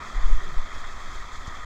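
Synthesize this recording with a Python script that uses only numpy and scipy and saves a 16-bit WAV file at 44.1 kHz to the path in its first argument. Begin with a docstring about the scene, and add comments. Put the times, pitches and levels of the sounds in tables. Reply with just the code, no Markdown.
"""At a rock pool below a small waterfall, a body-worn camera's microphone hears the rush through its housing.
From the start, noise is the wash, ringing bubbles and bursts of spray the splashes; rock walls echo the wash.
Low noise is air on the microphone, with a deep gust as the camera swings up; sines that swell and fade
shudder the mount. As the swing stops the mount rubs, a low noise, and a slow damped push jolts the housing.
Light air and the fall carry on, and near the end the housing takes one soft, quicker bump."""
import sys
import numpy as np
from scipy import signal
from scipy.fft import rfft, irfft
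from scipy.io import wavfile
from scipy.ndimage import uniform_filter1d

SR = 44100
rng = np.random.default_rng(int(sys.argv[2]) if len(sys.argv) > 2 else 0)


def digitize_waveform(pressure):
    """Quantize a signal to 16-bit integers and store it at the path in sys.argv[1].

    Rows of a 2-D input are taken as channels; values are limited to [-1, 1].
    """
    field = np.atleast_2d(pressure).T
    bounded = np.clip(field, -1, 1)
    quanta = np.round(bounded * 32767).astype(np.int16)
    wavfile.write(sys.argv[1], SR, quanta)


N = 72765  # samples

# Spectrum of the rush at the microphone, inside the housing: pitch_hz, relative level_db per Hz
RUSH_SPECTRUM = [(60, -0.5), (150, -10), (200, -11), (236, -7), (300, -11.5), (390, -10), (480, -13.5),
                 (680, -9.5), (860, -11), (1050, -3), (1170, -3.5), (1265, 2), (1340, -3), (1420, -9),
                 (1560, -12), (1870, -5), (2150, -11), (2560, -18.5), (2900, -32), (3150, -15), (3420, -13),
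                 (3950, -22.5), (4200, -22), (5400, -23.5), (5750, -21.5), (6130, -18.5), (6500, -24),
                 (6850, -19.5), (7600, -27), (8400, -32.5), (8850, -42.5), (9800, -38), (10400, -46.5),
                 (11200, -39.5), (12200, -47), (15600, -46)]
# Narrow dips and peaks of the housing: pitch_hz, width_hz, level_db
HOUSING_NOTCHES = [(3020, 100, -3.5), (5140, 78, -2.5), (5430, 73, 1.5), (5820, 150, -8.5)]
# Rush as the camera turns from pool to fall: time_s, body_db (low part), spray_db (high part)
FACING_LEVELS = [(0, 2, 2.5), (.2, 2, 2.5), (.45, 0.8, 2.6), (.95, 0.5, 1.75), (1.08, -0.5, 2.5),
                 (1.3, -0.27, 2.5), (1.65, 0, 2)]
# Heavier splashes that stand out: start_s, level_db (swell peak, before band shaping; wash at 0), centre_hz
HEAVY_SPLASHES = [(.018, 3, 1350), (.399, 4, 1480), (0.495, 0, 1520), (0.581, -1, 1500), (0.839, 7.5, 1840),
                  (0.899, -8, 1300), (1.343, -5, 1520), (1.451, 3, 1210), (1.469, 6, 6500)]
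# Air buffeting the microphone: time_s, level_db
BUFFET_LEVELS = [(0, -50), (.035, -49), (.08, -37), (.125, -45.5), (.165, -21), (.225, -21.5), (.26, -7.5),
                 (.34, -10), (.385, -14), (.415, -23.5), (.45, -22), (.52, -30), (.59, -19.5), (.65, -29.5),
                 (.70, -36), (.77, -27.5), (.95, -33), (1.2, -29), (1.3, -41.5), (1.385, -30),
                 (1.44, -35.5), (1.54, -34.5), (1.61, -35.5)]
# Spectrum of air in a strong gust: pitch_hz, relative level_db per Hz
GUST_SPECTRUM = [(1, -10.5), (6, -3), (12, -0.5), (22, -10), (36, -26.5), (50, -32.5), (65, -54),
                 (100, -55), (200, -88), (400, -110)]
# Spectrum of light air: pitch_hz, relative level_db per Hz
DRAUGHT_SPECTRUM = [(1, -9.5), (6, -8), (12, 2), (25, -11.5), (40, -19.5), (65, -28.5), (100, -37),
                    (200, -59), (400, -86)]
# Shudders of the camera on its mount: middle_s, peak_db, length_s
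MOUNT_SHUDDERS = [(.185, -21, 0.073), (0.324, -15.5, 0.059)]
# Rubbing of the mount: time_s, level_db
RUB_LEVELS = [(.38, -57), (.43, -44.5), (.46, -44), (.495, -44.5), (.525, -45.5), (.56, -50), (.68, -63)]
# Spectrum of the rub: pitch_hz, relative level_db per Hz
RUB_SPECTRUM = [(25, -9), (50, 7), (100, -6.5), (175, 1), (260, -24.5), (380, -2.5), (520, -15.5),
                (1200, -47)]
# Bumps on the housing, the slow one a jolt as the swing ends: start_s, peak_db, rise_s
HOUSING_BUMPS = [(.568, -17.5, 0.019), (1.479, -24, 0.0029)]

RUSH_DB = -41  # before the facing levels
PATCH_DB, SWELL_DB, SPRAY_FLICKER_DB = 1, -0.54, 1.13  # size of each random drift; its sign is immaterial
SPRAY_HZ = 3400  # body gives way to spray here
ECHO_DB, ECHO_LAST_S = -22, .03  # level of each wall echo; the latest delay
BUBBLES_PER_S, BUBBLE_SIZES = 2200, 36  # the rate is shared among the sizes
BUBBLE_DB, BUBBLE_SPREAD_DB = -10, 1.5  # wash at 0
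BUBBLE_Q, BUBBLE_RISE = 19.5, 0.031  # resonance quality; fractional pitch rise per decay time
SPLASHES_PER_S, SPLASH_S = 370, 0.00086  # burst time to its peak
SPLASH_DB, SPLASH_SPREAD_DB = -11, 4  # wash at 0, before the low-pass
SPLASH_TOP_HZ = 7100
HEAVY_RISE_S, HEAVY_OCTAVES = 0.0055, .8
DRAUGHT_MAX_DB = -29.5  # air above this level is gust
EVEN_S = 0.064  # half-width of the window that evens a rumble
MOUNT_HZ = 33.2
BUMP_SOFTNESS, BUMP_TURNS = 1.12, .1  # rounding of the onset; rebound in cycles per rise time
EDGE_HZ, FADE_S = 15750, .004


def gain_of(db):
    """Turns decibels into gain."""
    return 10 ** (np.asarray(db) / 20)


def evened(x):
    """Scales to rms 1."""
    return x / np.sqrt(np.mean(x ** 2) + 1e-20)


def curve(points):
    """Reads a time table at every sample."""
    return np.interp(np.arange(N) / SR, *np.transpose(points))


def filtered(x, gain):
    """Applies a gain to each frequency."""
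    return irfft(rfft(x) * gain, N)


def coloured(x, points):
    """Filters by a spectrum table, read on a log-frequency axis, and scales to rms 1."""
    table_hz, level_db = np.transpose(points)
    hz = np.fft.rfftfreq(N, 1 / SR)
    return evened(filtered(x, gain_of(np.interp(np.log(hz + 1), np.log(table_hz + 1), level_db))))


def rumble(points):
    """Makes noise of the given spectrum, its slow changes of strength evened out."""
    x = coloured(rng.standard_normal(N), points)
    window = signal.windows.hann(int(2 * EVEN_S * SR))
    power = signal.oaconvolve(abs(signal.hilbert(x)) ** 2, window / window.sum(), "same")
    return evened(x / np.sqrt(power + 0.054))  # the floor limits the boost of quiet moments


def drift(shape, size):
    """Smooths random values over frames and bins, at rms 1."""
    z = rng.standard_normal(shape)
    over_frames = uniform_filter1d(z, size[0], axis=0)
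    return evened(uniform_filter1d(over_frames, size[1], axis=1))


def random_sizes(spread_db):
    """Draws event gains: most are small, a few large."""
    return gain_of(spread_db * np.minimum(rng.exponential(1, N), 4))


def wash_between_walls():
    """White-noise spray, with scattered early echoes off the rock walls that ripple its spectrum."""
    wash = rng.standard_normal(N)
    out = wash.copy()
    for late, sign in zip(rng.uniform(.1, 1, size=12), rng.choice([-1, 1], size=12)):
        out += sign * gain_of(ECHO_DB) * np.roll(wash, int(late * ECHO_LAST_S * SR))
    return evened(out)


def bubbles():
    """Bubbles of many sizes each ring as a decaying sine, rising slightly in pitch."""
    out = np.zeros(N)
    for hz in np.geomspace(500, 5000, num=BUBBLE_SIZES):
        decay_s = BUBBLE_Q / hz / np.pi
        u = np.arange(0, 6 * decay_s, 1 / SR) / decay_s
        envelope = (1 - np.exp(-10 * u)) * np.exp(-u)
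        ring = envelope * np.sin(2 * np.pi * hz * decay_s * (u + BUBBLE_RISE * u ** 2 / 2))
        births = (rng.random(N) < BUBBLES_PER_S / BUBBLE_SIZES / SR) * rng.choice([-1, 1], N)
        train = births * random_sizes(BUBBLE_SPREAD_DB)
        out += np.sqrt(hz) * evened(signal.oaconvolve(train, ring)[:N])
    return evened(out)


def splashes():
    """Lumps of water slap the pool, each a brief burst of low-passed noise."""
    hits = (rng.random(N) < SPLASHES_PER_S / SR) * random_sizes(SPLASH_SPREAD_DB)
    u = np.arange(SR // 10) / SR / SPLASH_S
    power = signal.oaconvolve(hits ** 2, (u * np.exp(-u)) ** 2)[:N]  # overlapping bursts add in power
    low_pass = signal.butter(3, SPLASH_TOP_HZ, fs=SR, output="sos")
    return evened(np.sqrt(abs(power))) * signal.sosfilt(low_pass, rng.standard_normal(N))


def heavy_splashes():
    """Heavier lumps of water: a quick swell of noise in a broad band, dying away."""
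    out, f = np.zeros(N), np.fft.rfftfreq(N, 1 / SR)
    for start, db, hz in HEAVY_SPLASHES:
        u = np.maximum(np.arange(N) / SR - start, 0) / HEAVY_RISE_S
        band = np.exp(-(np.log2((f + 1) / hz) / HEAVY_OCTAVES) ** 2)
        out += gain_of(db) * u * np.exp(1 - u) * filtered(rng.standard_normal(N), band)
    return out


def through_housing(water):
    """The housing dips and lifts narrow bands and shapes the rush's spectrum, at rms 1."""
    f = np.fft.rfftfreq(N, 1 / SR)
    narrow_db = sum(db * np.exp(-((f - hz) / width) ** 2) for hz, width, db in HOUSING_NOTCHES)
    return coloured(filtered(water, gain_of(narrow_db)), RUSH_SPECTRUM)


def turned_and_swelling(water):
    """Body and spray change as the camera turns, with patchy, swelling and flickering levels."""
    hz, t, z = signal.stft(water, SR, nperseg=512, noverlap=384)
    z = z.T  # frames by bins
    spray = hz ** 4 / (hz ** 4 + SPRAY_HZ ** 4)
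    s, body_db, spray_db = np.transpose(FACING_LEVELS)
    level_db = np.outer(np.interp(t, s, body_db), 1 - spray)
    level_db += np.outer(np.interp(t, s, spray_db), spray)
    level_db += PATCH_DB * drift(z.shape, size=(14, 5))
    level_db += SWELL_DB * drift((len(t), 1), size=(30, 1))
    level_db += SPRAY_FLICKER_DB * spray * drift((len(t), 1), size=(9, 1))
    return signal.istft((z * gain_of(level_db)).T, nperseg=512, noverlap=384)[1][:N]


def waterfall():
    """Wash, bubbles and splashes add up in the pool and reach the microphone through the housing."""
    water = wash_between_walls() + gain_of(BUBBLE_DB) * bubbles()
    water += gain_of(SPLASH_DB) * splashes() + heavy_splashes()
    return gain_of(RUSH_DB) * turned_and_swelling(through_housing(water))


def buffeting():
    """Light air flutters on the microphone as low noise; stronger air adds a deep gust."""
    push = gain_of(curve(BUFFET_LEVELS))
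    light = np.minimum(push, gain_of(DRAUGHT_MAX_DB))
    gust = uniform_filter1d(push - light, size=600)
    return light * rumble(DRAUGHT_SPECTRUM) + gust * rumble(GUST_SPECTRUM)


def shudders():
    """The swing shakes the camera on its mount, which wobbles as a sine that swells and fades."""
    out = np.zeros(N)
    for middle, db, length in MOUNT_SHUDDERS:
        t = np.arange(N) / SR - middle
        swell = np.exp(-(2 * t / length) ** 2)
        out += gain_of(db) * swell * np.sin(2 * np.pi * (MOUNT_HZ * t + rng.random()))
    return out


def mount_rub():
    """The mount rubs as the swing stops: low noise that swells and fades."""
    return gain_of(curve(RUB_LEVELS)) * rumble(RUB_SPECTRUM)


def bumps():
    """Each bump on the housing gives one heavily damped low push."""
    out = np.zeros(N)
    for start, db, rise in HOUSING_BUMPS:
        u = np.maximum(np.arange(N) / SR - start, 0) / rise
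        push = u ** BUMP_SOFTNESS * np.exp(-u) * np.cos(2 * np.pi * BUMP_TURNS * u)
        out -= gain_of(db) * push / abs(push).max()
    return out


def scene():
    """The waterfall, with air and handling on the microphone, as one channel."""
    return (waterfall() + buffeting() + shudders() + mount_rub() + bumps())[None]


def record(dry):
    """A short fade at each end avoids a click; a low-pass limits the band."""
    t = np.arange(N) / SR
    fade = np.clip(np.minimum(t, t[-1] - t) / FADE_S, 0, 1)
    low_pass = signal.firwin(511, EDGE_HZ, window=("kaiser", 9), fs=SR)
    return signal.oaconvolve(dry * fade, low_pass[None], "same")


dry = scene()
out = record(dry)
digitize_waveform(out)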